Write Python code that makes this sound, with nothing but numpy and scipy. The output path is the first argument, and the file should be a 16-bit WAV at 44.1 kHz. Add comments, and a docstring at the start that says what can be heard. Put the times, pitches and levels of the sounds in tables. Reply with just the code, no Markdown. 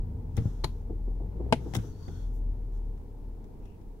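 """A shoe works the pedals in the footwell of an idling car. The brake springs back with a thump,
the sole slaps the accelerator and revs the engine a little, the accelerator knocks against its stop,
and the foot lands on the brake, which sinks with a faint hiss and squeak.
The blows are ringing pedal modes and fast-dying noise from the footwell panels.
Underneath, the engine booms at its firing rate, with higher orders over a dull cabin rumble."""
import sys
import numpy as np
from scipy import signal
from scipy.fft import rfft, irfft
from scipy.io import wavfile

SR = 44100
rng = np.random.default_rng(int(sys.argv[2]) if len(sys.argv) > 2 else 0)


def store_pcm(level_fs):
    """Save levels as 16-bit WAV."""
    pcm = np.round(np.clip(level_fs, -1, 1) * 32767).astype(np.int16)
    wavfile.write(sys.argv[1], SR, np.atleast_2d(pcm).T)


N = 176400

# Stereo image of the pedal noises. Each row: frequency in Hz, left-right likeness from 0 to 1.
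PEDAL_LIKENESS = [(100, 1), (800, 0.68), (2000, 0.13), (5000, 0.1), (15000, 0.031)]
# Lean of a blow's direct sound. Each row: frequency in Hz, left over right in dB.
BLOW_LEAN = [(100, 7), (1500, 0.5), (3500, 6), (7000, 7.5), (12000, 6)]


def amp(db):
    """Decibels to gain."""
    return 10 ** (np.asarray(db) / 20)


def pan(db):
    """Left and right gains, leaning left by db."""
    return amp(np.array([[.5], [-.5]]) * db)


def unit_rms(x):
    """Scales to rms 1."""
    return x / np.sqrt(np.mean(x ** 2) + 1e-20)


def at_hz(points, hz):
    """Reads a table on a log-frequency axis."""
    f, value = np.transpose(points)
    return np.interp(np.log(hz + 1), np.log(f + 1), value)


def curve(points):
    """Reads a time curve at every sample."""
    return np.interp(np.arange(N) / SR, *np.transpose(points))


def decay(t, t60):
    """Exponential fall of 60 dB in t60 seconds."""
    return amp(-60 * t / t60)


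def add(mix, start_s, sound, pan_db=0):
    """Places a sound in the mix, leaning left by pan_db."""
    part = mix[:, round(start_s * SR):][:, :sound.shape[-1]]
    part += (sound * pan(pan_db))[:, :part.shape[1]]


def noise(size, colour, likeness, tilt_db=0):
    """Stereo noise of rms 1, its colour tilted by tilt_db per octave above 500 Hz."""
    hz = np.fft.rfftfreq(size, 1 / SR)
    mid, side = np.exp(2j * np.pi * rng.random((2, len(hz))))
    alike = np.clip(at_hz(likeness, hz), 0, 1)
    white = mid * np.sqrt((1 + alike) / 2) + np.array([side, -side]) * np.sqrt((1 - alike) / 2)
    gain = amp(at_hz(colour, hz) + tilt_db * np.log2(np.maximum(hz, 500) / 1000))
    return unit_rms(irfft(white * gain, size))


def drift(size, rate_hz):
    """Slow random wander of about rms 1."""
    hz = np.fft.rfftfreq(N, 1 / SR)
    slow = rfft(rng.standard_normal(N)) / (1 + (hz / rate_hz) ** 4)
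    return unit_rms(irfft(slow, N))[:size]


def burst(colour, rise_s, stretch, tilt_db=0):
    """Dense panel modes: noise bands dying at their own speeds, first from the left, then all round."""
    # Footwell damping. Each row: band centre in Hz, t60 in seconds before the stretch.
    bands = [(100, 0.26), (400, 0.074), (1000, 0.045), (3000, 0.034), (7000, 0.04), (15000, 0.017)]
    direct_s, tail_t60_s, tail_db = .008, .2, -22
    t = np.arange(SR // 2) / SR
    hz = np.fft.rfftfreq(len(t), 1 / SR)
    spectrum = rfft(noise(len(t), colour, PEDAL_LIKENESS, tilt_db))
    tail = amp(tail_db) * decay(t, tail_t60_s)
    out = 0
    for centre_hz, t60 in bands:
        share = at_hz([(f, f == centre_hz) for f, _ in bands], hz)  # triangular band
        lean = pan(at_hz(BLOW_LEAN, centre_hz) * np.exp(-(t / direct_s) ** 2))
        envelope = np.hypot(decay(t, t60 * stretch), tail)
        out = out + irfft(spectrum * share, len(t)) * lean * envelope
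    return out * (1 - np.exp(-t / rise_s))


def ring(modes, rise_cycles, tilt_db=0):
    """Struck modes, the low ones building up slowest, arriving on the right just after the left."""
    right_lag_s = 0.00017
    t = np.maximum(np.arange(SR // 2) / SR - np.array([[0], [right_lag_s]]), 0)
    centre_hz = np.median([row[0] for row in modes])
    out = 0
    for hz, db, t60 in modes:
        gain = amp(db + tilt_db * np.log2(hz / centre_hz)) * pan(at_hz(BLOW_LEAN, hz))
        envelope = decay(t, t60) * (1 - np.exp(-t * hz / rise_cycles))
        out = out + gain * envelope * np.sin(2 * np.pi * hz * t)
    return out


def engine():
    """Firing orders boom in the cabin over a dull rumble that swells with load."""
    # Idle with one small rev. Each row: time in seconds, firing rate in Hz.
    firing_rate = [(0, 37.2), (.3, 42.43), (.55, 38.94), (.82, 37.76), (1.1, 40.53), (1.28, 46.06),
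                   (1.44, 58.87), (1.58, 62.18), (1.75, 51.73), (2.05, 45.52), (2.27, 40.57), (2.86, 37.25),
                   (3.08, 35.06), (3.3, 37.5), (3.6, 37.68), (4, 34.37)]
    # Higher engine orders. Each row: multiple of the firing rate, relative level in dB.
    orders = [(1.5, -55.5), (2, -46), (2.5, -51.5), (3, -56.5), (3.5, -56), (4, -60.5), (6, -61)]
    # Faders for the boom, the orders and the low rumble. Each row: time in seconds, gain in dB.
    boom_fader = [(0, -24), (.11, -51), (.25, -36.5), (.38, -45), (.6, -33), (.8, -38.5), (1.08, -29),
                  (1.27, -34.5), (1.32, -43), (1.39, -33.5), (1.6, -38.5), (1.85, -39), (1.93, -48),
                  (2.1, -44.5), (2.25, -33), (2.5, -27.5), (2.57, -36.5), (2.85, -31), (3.09, -46),
                  (3.3, -37), (3.5, -50.5), (3.65, -41), (3.75, -54.5), (3.9, -40.5), (4, -52)]
    order_fader = [(0, 7.5), (1.15, -0.5), (1.5, 0.5), (1.7, 0.5), (2, 0.5), (2.5, 0.5), (3.2, -4),
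                   (4, -9.5)]
    load_fader = [(0, 0.5), (.8, -1), (1.2, -1), (1.5, 5.5), (1.95, -2), (2.5, -1), (3.1, -2), (3.6, -1),
                  (4, -5)]
    # Cabin rumble. Each row: frequency in Hz, relative density in dB.
    rumble_colour = [(15, -1.5), (45, -12), (95, -6), (130, -17), (180, -13), (240, -12), (350, -18),
                     (445, -13.5), (540, -26.5), (700, -28.5), (900, -25), (1130, -39.5), (1700, -46),
                     (2200, -47.5), (2800, -51.5), (8000, -57), (15000, -55)]
    # Its stereo image. Each row: frequency in Hz, left-right likeness from 0 to 1.
    rumble_likeness = [(60, 0.56), (290, .9), (640, 0.38), (1400, 0), (15000, 0)]
    # The engine shifts a little left and back. Each row: time in seconds, left over right in dB.
    lean = [(0, 0.5), (1.7, 3), (2.3, 2), (3.2, 1.6), (3.75, 0.5)]
    boom_waver_db, order_waver_db, rumble_db, load_top_hz = 1.2, 2.0, -46, 2500
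    phase = 2 * np.pi * np.cumsum(curve(firing_rate)) / SR
    boom = amp(curve(boom_fader) + boom_waver_db * drift(N, 14)) * np.sin(phase)
    overtones = 0
    for multiple, db in orders:
        gain = amp(db + order_waver_db * drift(N, 4))
        overtones = overtones + gain * np.sin(multiple * phase + 0.91 * drift(N, 23.3))
    firing = np.sqrt(2) * (boom + amp(curve(order_fader)) * overtones)
    rumble = amp(rumble_db) * noise(N, rumble_colour, rumble_likeness)
    lows = signal.sosfilt(signal.butter(1, load_top_hz, fs=SR, output="sos"), rumble)
    steady_highs = rumble - lows
    return (firing + amp(curve(load_fader)) * lows) * pan(curve(lean)) + steady_highs


def brake_travel():
    """Faint hiss and thin, fuzzy squeaks while the brake moves, and the shoe rustling on it."""
    # Hiss of the moving brake. Each row: time in seconds, level in dB.
    hiss_fader = [(.3, -90), (.37, -66), (.47, -63), (.57, -69), (.7, -72), (.81, -75), (.87, -95),
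                  (1.53, -94), (1.61, -67), (1.69, -64.5), (1.85, -61), (1.94, -70), (2.06, -65.5),
                  (2.23, -66), (2.3, -74), (2.45, -94)]
    # Colour of hiss and rustle. Each row: frequency in Hz, relative density in dB.
    hiss_colour = [(300, -9), (1400, 6), (2400, -10), (3450, 0), (4500, -7), (5600, 0.5), (7000, -2),
                   (8500, -10), (12000, -9), (16000, -14.5)]
    # Shoe on the pad. Each row: start and length in seconds, peak level in dB, tilt in dB per octave.
    rustles = [(2.313, 0.098, -67.5, 10), (2.712, 0.097, -72, 0), (3.574, 0.18, -78, -1.5)]
    # Pedal and sole squeaks. Each row: start and length in seconds, pitch and width in Hz,
    # level in dB before the trim.
    squeaks = [(1.81, .14, 6000, 400, -67), (1.85, .17, 4520, 300, -71), (1.98, .15, 4540, 260, -63),
               (2.07, .22, 4400, 340, -70), (2.03, .27, 3380, 450, -69), (1.95, .3, 5950, 450, -70),
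               (2.03, .24, 1450, 200, -68), (2.0, .1, 1080, 120, -62), (3.61, .18, 2700, 650, -72)]
    squeak_trim_db = -4.5
    out = np.zeros((2, N))
    add(out, 0, amp(curve(hiss_fader)) * noise(N, hiss_colour, PEDAL_LIKENESS), pan_db=0.5)
    for start, length, db, tilt_db in rustles:
        t = np.arange(0, length, 1 / SR)
        rustle = noise(SR, hiss_colour, PEDAL_LIKENESS, tilt_db)[:, :len(t)]
        add(out, start, amp(db) * np.sin(np.pi * t / length) * rustle)
    for start, length, hz, width_hz, db in squeaks:
        t = np.arange(0, length, 1 / SR)
        fuzz = [drift(len(t), width_hz / 2) + 1j * drift(len(t), width_hz / 2) for side in range(2)]
        squeak = np.real(np.array(fuzz) * np.exp(2j * np.pi * hz * t))
        add(out, start, amp(db + squeak_trim_db) * np.sin(np.pi * t / length) * squeak, pan_db=9)
    return out


def brake():
    """The sole scuffs and taps the ribbed pad, and the heavy pedal thumps."""
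    # The blows. Each row: start in seconds, gain in dB, left over right in dB, tilt in dB per octave.
    scuffs = [(0.3671, -37.5, 3, 4.5), (.373, -39.5, -5, -9.5), (1.7368, -35, 7.5, -5),
              (1.7475, -31.5, 2, 4), (1.751, -26, -1.5, -2.5), (1.7639, -35.5, 5, 1.5),
              (2.0808, -45.5, -8, -7), (2.976, -61, -9.5, -4), (3.442, -60.5, -7, -2),
              (3.655, -60, 7.5, -4), (3.813, -63.5, 0, -3)]
    thumps = [(0.3764, -26, 4, 6), (0.3851, -20.5, -3, -4), (.42, -32.5, -7, -9), (0.4556, -24.5, -2, -4),
              (1.7706, -22, -1, -2), (1.7868, -29.5, -6, 3), (2.081, -38.5, -18, -2)]
    # Their ring. Each row: frequency in Hz, relative level in dB, t60 in seconds.
    scuff_modes = [(802, -7, 0.059), (1363, -6.5, 0.021), (2060, -8, 0.045), (3700, -22, 0.036),
                   (3580, -18, 0.035)]
    thump_modes = [(89, -34.5, 0.17), (113, 0.5, 0.12), (155.6, 2.5, 0.049), (213.6, -8.5, 0.032),
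                   (271, -18.5, 0.12), (459.5, -18.5, 0.11)]
    # Their noise, a bright crack and a dull puff. Each row: frequency in Hz, relative density in dB.
    scuff_colour = [(100, 1.5), (900, 0), (1600, -0.5), (2700, -4), (3500, 6), (4400, -10), (5500, 2),
                    (7300, -2), (9000, -4.5), (12500, -3), (13500, -21), (15500, -3)]
    thump_colour = [(60, 2), (200, 1.5), (500, -14.5), (900, -18.5), (1600, -16.5), (4000, -31),
                    (16000, -70)]
    out = np.zeros((2, N))
    for start, db, pan_db, tilt_db in scuffs:
        crack = burst(scuff_colour, rise_s=0.00056, stretch=1.0, tilt_db=tilt_db)
        body = ring(scuff_modes, rise_cycles=3.1, tilt_db=tilt_db)
        add(out, start, amp(db) * (crack + amp(-4) * body), pan_db)
    for start, db, pan_db, tilt_db in thumps:
        body = ring(thump_modes, rise_cycles=0.19, tilt_db=tilt_db)
        puff = burst(thump_colour, rise_s=0.0059, stretch=0.81, tilt_db=tilt_db)
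        add(out, start, amp(db) * (body + amp(-4) * puff), pan_db)
    return out


def accelerator():
    """The sole slaps the pedal, rocks on it, and lets it fly back against its stop."""
    # Sole slaps. Each row: start in seconds, gain in dB, left over right in dB, tilt in dB per octave.
    slaps = [(.6392, -33, -4, -1.5), (0.6426, -25, 2.5, 1.5)]
    # The pedal hits its stop. Each row: start in seconds, gain in dB, left over right in dB.
    knocks = [(1.525, -13, 1.8)]
    # Soft bumps as the pedal moves under the sole. Each row: start in seconds, gain in dB.
    bumps = [(.896, -32), (1.074, -39), (1.201, -35.5), (1.23, -41.5), (1.399, -30), (1.459, -35.5),
             (1.659, -33), (1.836, -38.5), (2.08, -42)]
    # Ring of the blows. Each row: frequency in Hz, relative level in dB, t60 in seconds.
    slap_modes = [(137, 5, 0.077), (270, -11, 0.077), (416, 6.5, 0.023), (868, -4.5, 0.049),
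                  (1017, -18, 0.15), (2240, -15, 0.044), (3750, -16, 0.025), (4130, -30, .06),
                  (4210, -6, .045)]
    knock_modes = [(195, -5, .055), (242, 0, .06), (330, -11, .06), (468, 0, .042), (662, 3, .04),
                   (858, 1, .038), (915, -3, .035), (1416, -15, .045), (1557, -10, .04), (1906, -19, .04),
                   (2180, -11, .042), (2493, -18, .045), (2850, -14, .04), (3090, -18, .045)]
    # Noise of the blows. Each row: frequency in Hz, relative density in dB.
    slap_colour = [(100, 3), (1000, 3), (1800, -6.5), (3000, -7), (4300, 0), (5400, -16), (7000, -13),
                   (8300, -23), (10000, -14), (13000, -21), (16000, -24)]
    knock_colour = [(100, -8), (800, -1), (1200, -13.5), (2100, -1.5), (2800, -3), (4200, -8.5),
                    (6000, -14.5), (8000, -18.5), (10500, -16), (12500, -25), (14000, -40.5), (16000, -37)]
    bump_colour = [(60, -8.5), (200, -1.5), (330, 3), (450, 3.5), (560, -12.5), (720, -8), (1050, -22.5),
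                   (1600, -45), (4000, -89), (16000, -75)]
    crack_lead_s, rebound_s, rebound_db = .0006, 0.0052, -15.5
    out = np.zeros((2, N))
    for start, db, pan_db, tilt_db in slaps:
        crack = burst(slap_colour, rise_s=0.00055, stretch=0.86, tilt_db=tilt_db)
        body = ring(slap_modes, rise_cycles=0.32)
        add(out, start, amp(db) * (crack + amp(-1) * body), pan_db)
    for start, db, pan_db in knocks:
        add(out, start, amp(db) * ring(knock_modes, rise_cycles=0.42), pan_db)
        crack = burst(knock_colour, rise_s=0.00071, stretch=.85)
        add(out, start - crack_lead_s, amp(db - 8) * crack, pan_db=-0.5)
        rattle = burst(knock_colour, rise_s=.0005, stretch=1.0)
        add(out, start + rebound_s, amp(db + rebound_db) * rattle)
    for start, db in bumps:
        add(out, start, amp(db) * burst(bump_colour, rise_s=0.0035, stretch=1.73), pan_db=0.5)
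    return out


def scene():
    """Pedals over the running engine."""
    return engine() + accelerator() + brake() + brake_travel()


def record(dry):
    """A steep low-pass takes off the very top of the treble."""
    edge_hz = 15800
    lowpass = signal.firwin(511, edge_hz, window=("kaiser", 9), fs=SR)
    return signal.oaconvolve(dry, lowpass[None], "same")


dry = scene()
out = record(dry)
store_pcm(out)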